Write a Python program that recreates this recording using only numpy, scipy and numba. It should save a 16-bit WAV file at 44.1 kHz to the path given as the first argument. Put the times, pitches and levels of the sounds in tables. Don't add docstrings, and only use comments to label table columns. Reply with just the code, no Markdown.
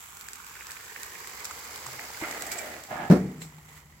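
import sys
import numpy as np
from scipy import signal
from scipy.fft import rfft, irfft
from scipy.io import wavfile
from scipy.ndimage import uniform_filter1d, map_coordinates
from numba import njit

SR = 44100
rng = np.random.default_rng(int(sys.argv[2]) if len(sys.argv) > 2 else 0)


def to_wav(sig):
    pcm = np.clip(np.atleast_2d(sig), -1, 1) * 32767
    pcm = np.round(pcm).astype(np.int16)
    wavfile.write(sys.argv[1], SR, pcm.T)


N = 176400
T = np.arange(N) / SR

# freq_hz, correlation
LIKENESS = [(50, .93), (140, .997), (300, .96), (600, .7), (1200, .3), (2300, .06), (6000, .01)]
# freq_hz, left_minus_right_db
BALANCE = [(120, 2.2), (250, -0.5), (450, 2), (700, 0.5), (1250, -5.5), (2300, -5), (3200, 3), (4400, 6),
           (6000, -3), (7700, -5.5), (9200, 1), (11000, -1), (15000, 2)]
# time_s, gain_db
RUMBLE_RISE = [(0, 2.5), (.6, 2.5), (1.3, 4), (1.9, 5.5), (2.6, 6), (4, 7.5)]
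# time_s, level_db
FIZZ_LEVEL = [(0, -46.5), (.4, -48), (.75, -45.5), (1.35, -44), (1.9, -44), (2.3, -42), (2.6, -42),
              (2.76, -48), (3.08, -51.5), (3.25, -56), (3.62, -57), (3.78, -51.5), (3.83, -59.5),
              (4, -60.5)]
HISS_LEVEL = [(0, -73.5), (.5, -56), (.9, -55), (1.4, -50), (2.1, -49.5), (2.55, -52.5), (2.8, -56),
              (3.1, -59.5), (3.6, -73), (3.78, -65), (3.85, -74), (4, -68)]
BUBBLE_LEVEL = [(0, -56), (.45, -50.5), (.7, -50), (1.4, -44), (2.1, -45.5), (2.6, -54), (2.85, -52.5),
                (3.25, -54.5), (3.62, -59.5), (3.77, -55.5), (3.84, -63), (4, -62)]
# freq_hz, relative_db
RUMBLE_COLOUR = [(20, -44), (45, -0.5), (68, 1), (110, -7.5), (200, -13.5), (500, -25), (2000, -35),
                 (16000, -56)]
FIZZ_COLOUR = [(300, -24), (1200, 0.5), (2300, -2.5), (3200, -4.5), (5000, -9.5), (6000, -4.5),
               (7100, -1.5), (7650, 2), (8200, -6), (8900, -10.5), (11000, -5.5), (15500, -6.5)]
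HISS_COLOUR = [(1000, -10.5), (2600, -6.5), (3500, -3), (4900, 6.5), (5700, -0.5), (6800, -0.5),
               (8500, -34), (16000, -41)]
SEETHE_COLOUR = [(100, -26), (250, -20), (450, 4.5), (640, -4), (900, 1), (1250, -1.5), (1600, -1.5),
                 (2100, 0.5), (2900, -4), (5000, -22), (16000, -47)]
SPIT_COLOUR = [(200, -68), (1500, 3), (3200, -3), (5000, 3), (6500, 1.5), (7700, 10.5), (9000, -6),
               (12000, -0.5), (16000, -6.5)]
SPLASH_COLOUR = [(200, -21), (700, -17), (1400, 0), (2500, 23), (3500, -14), (8000, -26), (16000, -31)]
# time_s, centre_hz, gain_db
BOX_HOLLOW = [(0, 1340, -5), (.45, 1600, 2.5), (.75, 1840, 9), (.97, 1840, 11), (1.25, 1970, 8.5),
              (1.5, 2120, 2), (2.1, 1980, -13), (4, 1950, 1)]
# time_s, delay_ms, gain_db
PLATE_BOUNCE = [(0, .92, -3.5), (.5, .81, -3.5), (1.1, .74, -5.5), (2, .78, -12), (3.1, .9, -12),
                (4, .98, -5)]
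# time_s, centre_hz, left_depth, right_depth
NOTCH_LOW = [(0, 576, 0.5, 0.1), (.45, 616, .7, .45), (.7, 710, 0.1, .1), (.9, 1280, 0.8, 0.55),
             (1.2, 1400, 0.9, 0.64), (1.5, 1420, 0.4, 0.2), (2.2, 1420, 0, 0)]
NOTCH_MIDDLE = [(0, 1870, 0.96, 0.13), (.47, 2000, 1, 0.0031), (.58, 2250, 0, 0), (.85, 2540, .55, 0.4),
                (1.2, 2670, 0.85, 0.38), (1.7, 2680, 0.88, 0.35), (2.4, 2460, 0.14, 0), (3, 2500, 0, 0)]
NOTCH_HIGH = [(0, 4340, 0.021, 0.68), (.45, 4250, 0.12, 0.73), (.72, 4020, 0, 0.44),
              (1.15, 3780, 0.1, 0.26), (1.6, 3740, 0, 0.41), (2.5, 3500, 0, .35), (3.2, 3700, 0, 0.089)]
# start_s, level_db, decay_s
SPITS = [(0.17, -39, 0.0014), (0.211, -30, 0.0006), (0.286, -31.5, 0.0013), (0.333, -30, 0.0011),
         (.356, -41, 0.0029), (.4657, -39, 0.0028), (0.6687, -32.5, 0.00073), (0.708, -30.5, 0.0008),
         (0.7175, -30.5, 0.00069), (1.0322, -26.5, 0.0011), (1.273, -30, 0.001), (1.404, -33, 0.00055),
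         (1.4452, -32, .0025), (1.4528, -28.5, 0.0034), (1.51, -33, 0.0013), (1.759, -30, 0.00086),
         (1.8664, -27, 0.0009), (2.3114, -27, 0.0012), (2.409, -33, 0.0011), (2.422, -26, 0.0015),
         (2.5176, -28, .0007), (2.528, -32, 0.00063), (2.8377, -39, 0.0025)]
# start_s, level_db, pitch_hz
POPS = [(0.286, -35, 1620), (0.5536, -36, 1900), (.569, -36, 1520), (0.6089, -31.5, 2140),
        (.622, -36, 1600), (0.702, -34, 1890), (0.7687, -35, 1970), (0.9617, -28, 1860), (.976, -38, 2050),
        (1.032, -33, 1890), (1.154, -35, 2020), (1.2461, -32, 1910), (1.5105, -30.5, 1300),
        (1.8645, -30, 1090), (1.994, -25, 1990), (2.147, -33, 2040), (2.3256, -29, 1900)]
# peak_s, level_db, rise_s, decay_s
SPURTS_AND_TICK = [(2.467, -37.5, 0.0024, .008), (2.519, -32, 0.0042, 0.013), (2.588, -34, 0.0079, 0.0083),
                   (3.423, -44, 0.014, 0.034)]

# time_s, level_db
SWING_LEVEL = [(1.0, -100), (1.4, -61.5), (1.85, -55), (2.04, -46), (2.12, -71), (2.205, -56), (2.218, -38),
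               (2.245, -38), (2.28, -39.5), (2.45, -44), (2.62, -42), (2.74, -43.5), (2.85, -56),
               (2.95, -93)]
SLIDE_LEVEL = [(2.8, -100), (2.89, -50), (2.905, -43), (2.917, -33), (2.96, -35), (3.02, -34), (3.06, -37),
               (3.095, -42), (3.12, -61), (3.3, -100)]
# freq_hz, relative_db
SWING_COLOUR = [(60, -26), (150, -9), (310, 0.5), (480, -2), (690, -2), (1000, -14.5), (1350, -4.5),
                (1650, -3.5), (2050, -6), (2350, -5.5), (2800, -11.5), (8000, -22.5)]
SLIDE_COLOUR = [(60, -8.5), (170, 3), (300, 6.5), (480, -4), (620, -3), (740, 4.5), (1050, -7),
                (1500, -7.5), (2100, -4.5), (2900, -9.5), (4500, -26), (10000, -36)]
HINGE_REACH = [(100, -50), (350, -28), (590, -9), (720, -3.5), (1200, 2), (1700, 6.5), (2300, -0.5),
               (3000, -11), (8000, 2)]
CLICK_COLOUR = [(200, 9.5), (850, -3.5), (1300, -8), (2000, 5), (3200, -2.5), (4150, 5.5), (5000, -47),
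                (7700, 4.5), (10000, -27), (16000, -16)]
# time_s, low_hz, low_db, high_hz, high_db
CAVITY = [(2.22, 810, -4, 2080, 0.5), (2.45, 725, -0.5, 1990, 0), (2.62, 650, -0.5, 1940, -1.5),
          (2.8, 600, -1, 1900, 0)]
# pitch_hz, width_hz, gain_db, left_minus_right_db
SWING_RINGS = [(1250, 290, -12.5, 17), (2900, 150, -15, 0)]
SLIDE_RINGS = [(742, 206, -4.5, -3), (1665, 120, -12.5, -4.5)]
# start_s, level_db, pitch_hz, decay_s
KNOCKS = [(1.866, -43.5, 128, 0.064), (2.2136, -27.5, 895, 0.0027), (2.222, -25, 324, 0.0096),
          (2.238, -26, 2037, 0.0061), (2.243, -31.5, 1394, 0.011), (2.513, -37, 2290, 0.028),
          (2.592, -36, 2314, 0.02), (3.41, -36, 163, 0.027), (3.583, -45.5, 864, 0.0063)]
# start_s, level_db, decay_s
CLICKS = [(2.2143, -36, 0.0032), (3.4174, -37.5, 0.012), (3.5837, -49.5, 0.0043), (3.69, -48, 0.0033)]
# pitch_hz, relative_db, t60_s
LID_MODES = [(74, -20, .5), (116, -24, .35), (143, -17, .3), (150.5, -27, 2.4), (161, -27, 1.8),
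             (169, -11, .34), (188, -6, .53), (225, -18, .42), (250, -16, .65), (300, -22, .7),
             (326, -16, .22), (358, -12, .18), (384, -22, .64), (426, -21, .55), (458, -18.5, .5),
             (505, -21, .22), (591, -13, .2), (700, -29, .3), (728, -25, .2), (770, -28, .2),
             (845, -25, .24), (1205, -30, .2), (1280, -34, .25), (1420, -35, .22), (1670, -36, .35),
             (1760, -32, .15), (1890, -39, .35), (2083, -34, .25), (2289, -40, .3)]
# start_s, strength_db
CONTACTS = [(3.0996, 0.5), (3.1105, 3), (3.1234, 0), (3.1344, -4), (3.154, -6), (3.168, -9.5)]
# freq_hz, relative_db
SHEET_COLOUR = [(30, -47), (70, -18), (140, 4), (240, 2.5), (450, -4), (560, -15), (750, -10.5),
                (1000, -20), (1350, -23), (2100, -18), (3000, -39), (8000, -37), (16000, -64)]
CRACK_COLOUR = [(30, -47), (70, -43), (200, 7), (400, 1.5), (700, -9.5), (1200, -16), (2000, -23.5),
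                (3000, -32.5), (5500, -32), (9000, -40.5), (16000, -42)]

SLIPS_PER_S, SLIP_SPREAD_DB = 700, -1.5


def amp(db):
    return 10 ** (np.asarray(db) / 20)


def unit(x):
    return x / np.sqrt(np.mean(x ** 2))


def pan(db):
    return amp([[db / 2], [-db / 2]])


def tracks(rows):
    times, *columns = np.array(rows, float).T
    return [np.interp(T, times, column) for column in columns]


def curve(points):
    return amp(tracks(points)[0])


def fade(start, decay_s):
    return (T >= start) * np.exp(-np.clip((T - start) / decay_s, 0, 60))


def per_bin(points):
    hz, value = np.array(points).T
    return np.interp(np.log(np.fft.rfftfreq(N, 1 / SR) + 1), np.log(hz), value)


def colour(x, points):
    cepstrum = irfft(np.log(unit(amp(per_bin(points)))), N)
    cepstrum[1:N // 2] *= 2
    cepstrum[N // 2 + 1:] = 0
    return irfft(rfft(x) * np.exp(rfft(cepstrum)), N)


@njit
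def resonate(x, hz, width_hz):
    y = np.empty_like(x)
    for side in range(2):
        band_state, low_state = 0., 0.
        for i in range(x.shape[1]):
            step, damping = np.tan(np.pi * hz[i] / SR), width_hz / hz[i]
            band = (band_state + step * (x[side, i] - low_state)) / (1 + step * (step + damping))
            band_state = 2 * band - band_state
            low_state += 2 * step * band
            y[side, i] = damping * band
    return y


def steep_band(x, hz, width_hz):
    centre = np.full(N, hz, float)
    return unit(resonate(resonate(x, centre, width_hz), centre, width_hz))


def noise():
    like = np.clip(per_bin(LIKENESS), 0, 1)
    mid, side = rfft(rng.standard_normal((2, N))) * np.sqrt([1 + like, 1 - like])
    return unit(irfft(np.array([mid + side, mid - side]), N))


def crackle(per_s, spread_db, decay_s):
    size = amp(spread_db * np.minimum(rng.exponential(size=N), 7))
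    onsets = (rng.random(N) < per_s / SR) * size ** 2
    energy = signal.lfilter([1], [1, -np.exp(-2 / (decay_s * SR))], onsets + 1e-12)
    return unit(noise() * np.sqrt(energy))


def outdoor_rumble(gain_db=-62.5):
    return amp(gain_db) * curve(RUMBLE_RISE) * colour(noise(), RUMBLE_COLOUR)


def sizzle(per_s=4500, spread_db=2.4, decay_s=.0008):
    fizz = colour(crackle(per_s, spread_db, decay_s), FIZZ_COLOUR) * curve(FIZZ_LEVEL)
    hiss = colour(crackle(per_s, spread_db, decay_s), HISS_COLOUR) * curve(HISS_LEVEL)
    return fizz + hiss * pan(db=-5)


def bubbles(per_s=800, low_hz=700, high_hz=2500, spread_db=3.3, decay_cycles=3, lag_s=.00047):
    t = T[:1024]
    pings = np.zeros((2, N + len(t)))
    for when, pitch, size, place in rng.random((int(per_s * N / SR), 4)):
        start = int(when * N)
        hz = low_hz * (high_hz / low_hz) ** pitch
        age = np.maximum(t - lag_s * np.array([[2 * place], [1]]), 0)
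        gain = amp(spread_db * min(-np.log(1 - size), 2 * np.e))
        ping = np.sin(2 * np.pi * hz * age) * np.exp(-age * hz / decay_cycles)
        pings[:, start:start + len(t)] += gain * ping
    seethe = amp(3) * colour(crackle(per_s=1000, spread_db=2.08, decay_s=.0043), SEETHE_COLOUR)
    return unit(cook_box(unit(pings[:, :N]) + seethe)) * curve(BUBBLE_LEVEL)


def cook_box(x, width_hz=153):
    hz, hollow_db = tracks(BOX_HOLLOW)
    x = x + pan(db=-1) * amp(hollow_db) * resonate(x, hz, width_hz)
    delay_ms, bounce_db = tracks(PLATE_BOUNCE)
    bounce = np.array([np.interp(T - delay_ms / 1000, T, side) for side in x])
    return x + amp(bounce_db) * bounce


def steel_walls(x):
    for rows, width_hz in (NOTCH_LOW, 360), (NOTCH_MIDDLE, 390), (NOTCH_HIGH, 1400):
        hz, *depths = tracks(rows)
        x = x - np.array(depths) * resonate(x, hz, width_hz)
    return x


def spits_and_tick(echo_db=-18, echo_s=.023, mic_ring_hz=7620, mic_ring_width_hz=110, mic_ring_db=15):
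    snaps = sum(amp(db) * (fade(s, decay) + amp(echo_db) * fade(s, echo_s)) for s, db, decay in SPITS)
    bursts = np.zeros(N)
    for peak_s, db, rise_s, decay_s in SPURTS_AND_TICK:
        from_peak = np.maximum((peak_s - T) / rise_s, (T - peak_s) / decay_s)
        bursts += amp(db) * np.exp(-np.minimum(from_peak, 20))
    mic_ring = amp(mic_ring_db) * resonate(bursts * noise(), np.full(N, mic_ring_hz), mic_ring_width_hz)
    grit = np.sign(noise())
    return colour((snaps + bursts) * grit, SPIT_COLOUR) + mic_ring


def pops(rise_cycles=.87, splash_db=-10, splash_decay_s=.0025):
    tones, splashes = np.zeros((2, N))
    for start, db, hz in POPS:
        rise = np.clip((T - start) * hz / rise_cycles, 0, 60)
        tones += amp(db) * rise * np.exp(1 - rise) * np.sin(2 * np.pi * hz * (T - start))
        splashes += amp(db + splash_db) * fade(start, splash_decay_s)
    return tones + colour(splashes * np.sign(noise()), SPLASH_COLOUR)


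def scrape(level, spectrum, rasp_db, ring_db):
    slips = crackle(SLIPS_PER_S, SLIP_SPREAD_DB, decay_s=.0037) * curve(level)
    modes = sum(amp(db - 60 * T / t60) * np.sin(2 * np.pi * hz * T) for hz, db, t60 in LID_MODES)
    ring = signal.fftconvolve(colour(slips, HINGE_REACH), modes[None], axes=1)[:, :N]
    return amp(rasp_db) * colour(slips, spectrum) + amp(ring_db) * np.std(slips) * unit(ring)


def cavity(gain_db=-3, low_width_hz=252, high_width_hz=345.24):
    low_hz, low_db, high_hz, high_db = tracks(CAVITY)
    slips = crackle(SLIPS_PER_S, SLIP_SPREAD_DB, decay_s=.012)
    low = amp(low_db) * steep_band(slips, low_hz, low_width_hz)
    high = amp(high_db) * steep_band(slips, high_hz, high_width_hz)
    return amp(gain_db) * curve(SWING_LEVEL) * (low + high)


def rubbed_steel(rings):
    slips = crackle(SLIPS_PER_S, SLIP_SPREAD_DB, decay_s=.0023)
    return sum(amp(db) * pan(side) * steep_band(slips, hz, width) for hz, width, db, side in rings)


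def hinges():
    swing = scrape(SWING_LEVEL, SWING_COLOUR, rasp_db=-1, ring_db=-10.5) + cavity()
    first_click_s = CLICKS[0][0]
    swing += rubbed_steel(SWING_RINGS) * curve(SWING_LEVEL) * fade(first_click_s, decay_s=.47)
    slide = scrape(SLIDE_LEVEL, SLIDE_COLOUR, rasp_db=-5.5, ring_db=-6)
    slide += rubbed_steel(SLIDE_RINGS) * curve(SLIDE_LEVEL)
    return swing + slide


def knocks():
    return sum(amp(db) * (fade(s, decay) - fade(s, .5 / hz)) * np.sin(2 * np.pi * hz * (T - s))
               for s, db, hz, decay in KNOCKS)


def clicks():
    bursts = sum(amp(db) * fade(s, decay) for s, db, decay in CLICKS)
    return colour(bursts * np.sign(noise()), CLICK_COLOUR)


def clang(contact_s=.0028):
    blows, ring = np.zeros((2, N))
    for start, db in CONTACTS:
        blows[int(start * SR)] += amp(db)
    first = int(CONTACTS[0][0] * SR)
    power = uniform_filter1d(blows ** 2, int(contact_s * SR))[first:]
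    for hz, db, t60 in LID_MODES:
        retained = np.exp(-2 * np.log(1000) / (t60 * SR))
        energy = np.abs(signal.lfilter([1], [1, -retained], power))
        ring[first:] += amp(db) * np.sqrt(energy) * np.sin(2 * np.pi * hz * T[:N - first])
    return ring


def rocking(age, rate_hz=45, depth_db=1.5, onset_s=.12):
    wander = map_coordinates(rng.standard_normal(1024), [T * rate_hz], mode="mirror")
    return amp(depth_db * np.clip(age / onset_s, 0, 1) * wander)


def chatter(decay_s):
    energy = sum((amp(db) * fade(start, decay_s)) ** 2 for start, db in CONTACTS)
    return noise() * np.sqrt(energy)


def slam(thud_hz=176, attack_s=.0041, hold_s=.0204, release_s=.0072):
    age = T - CONTACTS[0][0]
    ring = amp(-18.5) * clang() * rocking(age)
    pressed = np.interp(age, np.cumsum([0, attack_s, hold_s, release_s]), [0, 1, 1, 0])
    thud = amp(-6.5) * pressed * np.sin(2 * np.pi * thud_hz * age)
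    sheet = amp(-31.5) * colour(chatter(decay_s=.092), SHEET_COLOUR)
    crack = amp(-15.5) * colour(chatter(decay_s=.016), CRACK_COLOUR)
    return ring + thud + sheet + crack


def scene():
    mix = steel_walls(sizzle() + bubbles()) + spits_and_tick() + pops()
    mix += clicks() + knocks() + hinges() + slam() + outdoor_rumble()
    lean_db = per_bin(BALANCE) / 2
    return irfft(rfft(mix) * amp([lean_db, -lean_db]), N)


def record(dry):
    low_cut_hz, top_hz = 68, 16000
    thinned = signal.sosfilt(signal.butter(2, low_cut_hz, "high", fs=SR, output="sos"), dry)
    return signal.sosfilt(signal.ellip(10, .2, 80, top_hz, fs=SR, output="sos"), thinned)


dry = scene()
out = record(dry)
to_wav(out)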